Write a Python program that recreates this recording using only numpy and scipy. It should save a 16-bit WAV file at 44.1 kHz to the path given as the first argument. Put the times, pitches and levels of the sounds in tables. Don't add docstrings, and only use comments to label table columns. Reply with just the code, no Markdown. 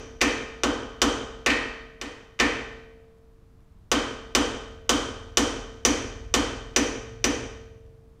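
import sys
import numpy as np
from scipy import signal
from scipy.fft import rfft, irfft
from scipy.io import wavfile
from scipy.ndimage import uniform_filter1d

SR = 44100
rng = np.random.default_rng(int(sys.argv[2]) if len(sys.argv) > 2 else 0)


def inscribe(sig):
    pcm = np.round(np.clip(np.atleast_2d(sig).T, -1, 1) * 32767)
    wavfile.write(sys.argv[1], SR, pcm.astype(np.int16))


N = 361619

# frequency in Hz, width in Hz, relative level in dB.
DAMPED = [(1330, 390, -25.5), (1760, 140, -39), (2491, 200, -22), (3094, 300, -16.5), (3620, 230, -19),
          (4950, 200, -21.5), (5905, 150, -15), (6390, 160, -22.5), (8150, 110, -32)]

RING_SIZE = 2 ** 17
AGE_S = np.arange(RING_SIZE) / SR
FREQ_HZ = np.maximum(np.arange(RING_SIZE // 2 + 1) * SR / RING_SIZE, 1)


def undb(db):
    return 10 ** (np.asarray(db) / 20)


def along(points, hz):
    point_hz, value = np.transpose(points)
    return np.interp(np.log(hz), np.log(point_hz), value)


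def causal(gain):
    cepstrum = irfft(np.log(gain))
    cepstrum[1:RING_SIZE // 2] *= 2
    cepstrum[RING_SIZE // 2 + 1:] = 0
    return np.exp(rfft(cepstrum))


def walk(rate_hz):
    hold = int(SR / rate_hz)
    steps = np.repeat(rng.standard_normal(N // hold + 1), hold)
    return uniform_filter1d(uniform_filter1d(steps, hold), hold)[:N]


def add(out, sound, start_s):
    i = int(round(start_s * SR))
    part = sound[max(-i, 0):N - i]
    out[max(i, 0):max(i, 0) + len(part)] += part


def fade(t60_s, rise_s, delay_s=0):
    t = np.maximum(AGE_S - delay_s, 0)
    return (1 - np.exp(-t / rise_s)) * np.exp(-np.log(1000) * t / t60_s)


def mode(hz, db, t60_s, rise_s, delay_s=0):
    return undb(db) * fade(t60_s, rise_s, delay_s) * np.sin(2 * np.pi * hz * (AGE_S - delay_s))


def hammer(aim_hz, ring_db, count=4):
    # start in seconds, force in dB, miss 0-1, bind 0-1, dullness in dB per octave.
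    blows = [(-0.24, -1, 0, 1, 1.1), (0.2137, 0, 0.6, .45, -0.4), (0.6344, -1, 0, 0.15, 3.5),
             (1.017, 0.5, 0.01, 0.2, 1.2), (1.4618, -1.5, 0.99, 0, -0.7), (2.0132, -15, 0.46, 0.19, 0.5),
             (2.3993, 0, 0.75, 0.24, 0.7), (3.9159, -0.73, 0.24, 0.08, .5), (4.3499, .3, 0.12, 0.18, 0.5),
             (4.893, -.5, 0, 0.16, 0), (5.3713, -0.1, 0, 0.4, 0.1), (5.85, 0.65, 0.11, 0.87, -0.26),
             (6.3398, -0.5, 0.16, .25, 0.1), (6.7619, 0, 0.2, .9, 0.13), (7.2415, -1.5, 0.19, 0.87, 0.45)]
    # start in seconds, force in dB.
    grazes = [(0.2082, -12.5), (1.503, -6.5), (2.0566, -26.5), (2.391, -12)]
    # frequency in Hz, relative level in dB, t60 in seconds.
    lasting_modes = [(450, -34, 2.4), (523, -44, 1.9), (636, -49, 2.4), (697, -50, 2.3), (1133, -37, 0.85),
                     (1196, -40, 0.8), (1243, -42, 1.2), (1420, -43, 0.8), (1449, -41, 0.8),
                     (1538, -35, 0.9), (1785, -37, 0.65), (1842, -40, 0.85), (1914, -41, 0.8),
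                     (2053, -44, 0.8), (2276, -45, 0.75), (2295, -44, 0.75), (2363, -40, 0.85),
                     (2411, -45, 0.7), (2486, -40, 0.7), (2591, -41, 0.7), (2974, -45, 0.8),
                     (3044, -43, 0.75), (3126, -40, 0.85), (3167, -46, 0.8), (5738, -47, 0.65),
                     (5976, -49, 0.7), (6073, -46, 0.7), (6446, -46, 0.7), (8071, -48, 0.72),
                     (8101, -50, 0.72)]
    # frequency in Hz, relative
    # level in dB, t60 in seconds, delay in seconds.
    boom_modes = [(41, -42.5, 3.2, 0.015), (60.42, -31, 1.0, 0.0038), (124.7, -46, 2.3, 0.027),
                  (228.9, -21.5, 0.25, 0.014), (249.4, -35, 1.2, 0.016), (277, -24, 0.54, 0.024),
                  (293.7, -18, 0.16, .043), (383, -31, 0.42, .02), (403, -37, 0.6, 0.038),
                  (486.4, -22.5, 0.43, 0.00975)]
    mode_favour = 1.44
    miss_snap_db, graze_snap_db = -3, -4
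    graze_hz = 700

    ring = rfft(sum(mode(hz, db + ring_db, t60_s, rise_s=0.009) for hz, db, t60_s in lasting_modes))
    boom = rfft(sum(mode(hz, db, t60_s, rise_s=0.0046, delay_s=delay_s)
                    for hz, db, t60_s, delay_s in boom_modes))
    pin = rfft(tink(db=9.5))
    varied = FREQ_HZ / (FREQ_HZ + aim_hz)
    body, weak_modes = steel(), scattered_modes()
    common = body * np.sqrt(1 - varied) * contact(weak_modes)
    aims = body * np.sqrt(varied) * np.array([contact(weak_modes) for _ in range(count)])

    def strike(colour_db, snap_db):
        aim = rng.standard_normal(count)
        aim /= np.linalg.norm(aim)
        snap, echoes = common + np.tensordot(aim, aims, 1)
        broad = (snap + pin) * undb(snap_db) + echoes + boom
        coloured_broad = broad * causal(undb(colour_db))
        coloured_ring = ring * causal(undb(mode_favour * colour_db))
        return irfft(coloured_broad + coloured_ring)

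    out = np.zeros(N)
    for start_s, force_db, miss, bind, dullness in blows:
        blow = strike(favour(miss, bind, dullness), miss * miss_snap_db)
        add(out, undb(force_db) * blow, start_s)
    bass_loss_db = 10 * np.log10(1 + (graze_hz / FREQ_HZ) ** 2)
    light = favour(miss=0.93, bind=0, dullness=1.2) - bass_loss_db
    for start_s, force_db in grazes:
        add(out, undb(force_db) * strike(light, graze_snap_db), start_s)
    return out


def favour(miss, bind, dullness):
    # frequency in Hz, gain in dB.
    square_colour = [(400, -1.6), (1500, 0.5), (1900, -1.5), (2500, -1), (3050, 4), (3600, -1),
                     (6400, -2.5), (8100, 1.5), (10500, -0.5), (15000, -2.5)]
    # frequency in Hz, change in dB.
    miss_colour = [(400, -1), (1500, -0.5), (1780, 10.5), (2600, 9.5), (3100, -3.5), (4300, 1.5),
                   (5900, -6.5), (8100, -6.5), (15000, -7.5)]
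    # frequency in Hz, change in dB.
    bind_colour = [(400, 0.5), (1400, -6.5), (1780, 0), (2500, 1.5), (3100, -5.5), (5300, 0), (5950, 6.5),
                   (6450, 4), (7200, -2.5), (15000, 1)]
    dull_hz = 1700
    octaves = np.log2(np.maximum(FREQ_HZ / dull_hz, 1))
    aim_db = along(square_colour, FREQ_HZ) + miss * along(miss_colour, FREQ_HZ)
    return aim_db + bind * along(bind_colour, FREQ_HZ) - dullness * octaves


def steel():
    # frequency in Hz, relative level in dB.
    broad_colour = [(25, -22), (65, -12), (110, -16), (170, -22), (230, -7), (480, -5.5), (620, -11),
                    (1300, -12), (2600, -26.5), (4200, -23.5), (6800, -22), (9800, -39.5), (15000, -47.5)]
    power = undb(along(broad_colour, FREQ_HZ)) ** 2
    for hz, width_hz, db in DAMPED:
        detuning = (FREQ_HZ / hz - hz / FREQ_HZ) * hz / width_hz
        power = power + undb(db) ** 2 / (1 + detuning ** 2)
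    return causal(np.sqrt(power))


def tink(db):
    return sum(mode(hz, db + level_db, t60_s=np.log(1000) / (np.pi * width_hz), rise_s=0.00051)
               for hz, width_hz, level_db in DAMPED)


def scattered_modes():
    # frequency in Hz, share 0-1.
    weak_share = [(700, 0), (1400, .35), (3000, .3), (14000, .15)]
    mean_spacing_hz = 40
    chance = SR / RING_SIZE / mean_spacing_hz
    share = along(weak_share, FREQ_HZ)
    lines = rng.random(len(FREQ_HZ)) < chance
    return np.sqrt(1 - share + share * lines / chance)


def contact(weak_modes):
    direct = crack(db=14, t60_s=0.091, corner_hz=3340)
    echoes = undb(0.45) * reflections(weak_modes, rise_s=0.0013)
    return rfft([direct, echoes])


def crack(db, t60_s, corner_hz):
    burst = rng.standard_normal(RING_SIZE) * fade(t60_s, rise_s=0.0001)
    return undb(db) * signal.sosfilt(signal.butter(1, corner_hz, "high", fs=SR, output="sos"), burst)


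def reflections(weak_modes, rise_s, count=16):
    # frequency in Hz, t60 in seconds.
    garage_decay = [(50, 1.4), (280, 0.81), (740, 0.76), (1900, 0.84), (3200, 0.78), (6000, 0.7),
                    (9000, 0.59), (14000, 0.25)]
    noise = rfft(rng.standard_normal(RING_SIZE)) * weak_modes
    centres_hz = np.geomspace(garage_decay[0][0], garage_decay[-1][0], count)
    echoes = np.zeros(RING_SIZE)
    for hz, row in zip(centres_hz, np.eye(count)):
        band = np.interp(np.log(FREQ_HZ), np.log(centres_hz), row)
        echoes += irfft(noise * band) * fade(along(garage_decay, hz), rise_s)
    return echoes


def far_engine(waver, flutter_db):
    # time in seconds, mean cycle rate in Hz, relative level in dB.
    engine_course = [(0.0, 18.2, -56), (2.65, 19.6, -63), (3.68, 21.1, -63), (4.04, 18, -59.5),
                     (4.73, 16.5, -55.5), (5.14, 19.2, -43), (5.8, 19.8, -47.5), (6.05, 17.6, -39.5),
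                     (6.69, 21.3, -47), (7.47, 23.5, -46.5), (7.6, 19, -47), (8.2, 25.3, -57)]
    # multiple of the cycle rate, relative level in dB.
    exhaust_lines = [(2, -4), (3, -4.5), (4, -4.5), (5, 0), (6, -12.5)]
    time_s, rate_hz, level_db = np.transpose(engine_course)
    t = np.arange(N) / SR
    cycle_hz = np.interp(t, time_s, rate_hz) * (1 + waver * walk(8.3))
    turns = np.cumsum(cycle_hz) / SR
    lines = np.zeros(N)
    for multiple, line_db in exhaust_lines:
        lines += undb(line_db + flutter_db * walk(5)) * np.sin(2 * np.pi * multiple * turns)
    return lines * undb(-0.5 + np.interp(t, time_s, level_db))


def air(swell_db):
    # frequency in Hz, relative level in dB per Hz.
    air_spectrum = [(20, -8), (40, 1.5), (100, -11.5), (170, -12.5), (300, -17), (450, -27), (700, -30),
                    (1100, -29.5), (2000, -39), (6500, -47), (15000, -53.5)]
    level_db = -54.5
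    hz = np.maximum(np.arange(N // 2 + 1) * SR / N, 1)
    noise = irfft(rfft(rng.standard_normal(N)) * undb(along(air_spectrum, hz)), N)
    rumble = signal.sosfilt(signal.butter(2, 150, fs=SR, output="sos"), noise)
    swell = undb(swell_db * walk(4.6)) - 1
    return (noise + rumble * swell) * undb(level_db) / np.std(noise)


def scene():
    blows = hammer(aim_hz=5050, ring_db=-0.23)
    engine = far_engine(waver=0.01, flutter_db=4)
    return (blows + engine + air(swell_db=3.0))[None]


def record(dry):
    top_hz = 15500
    return signal.sosfilt(signal.ellip(8, 0.2, 70, top_hz, fs=SR, output="sos"), np.tanh(dry))


dry = scene()
out = record(dry)
inscribe(out)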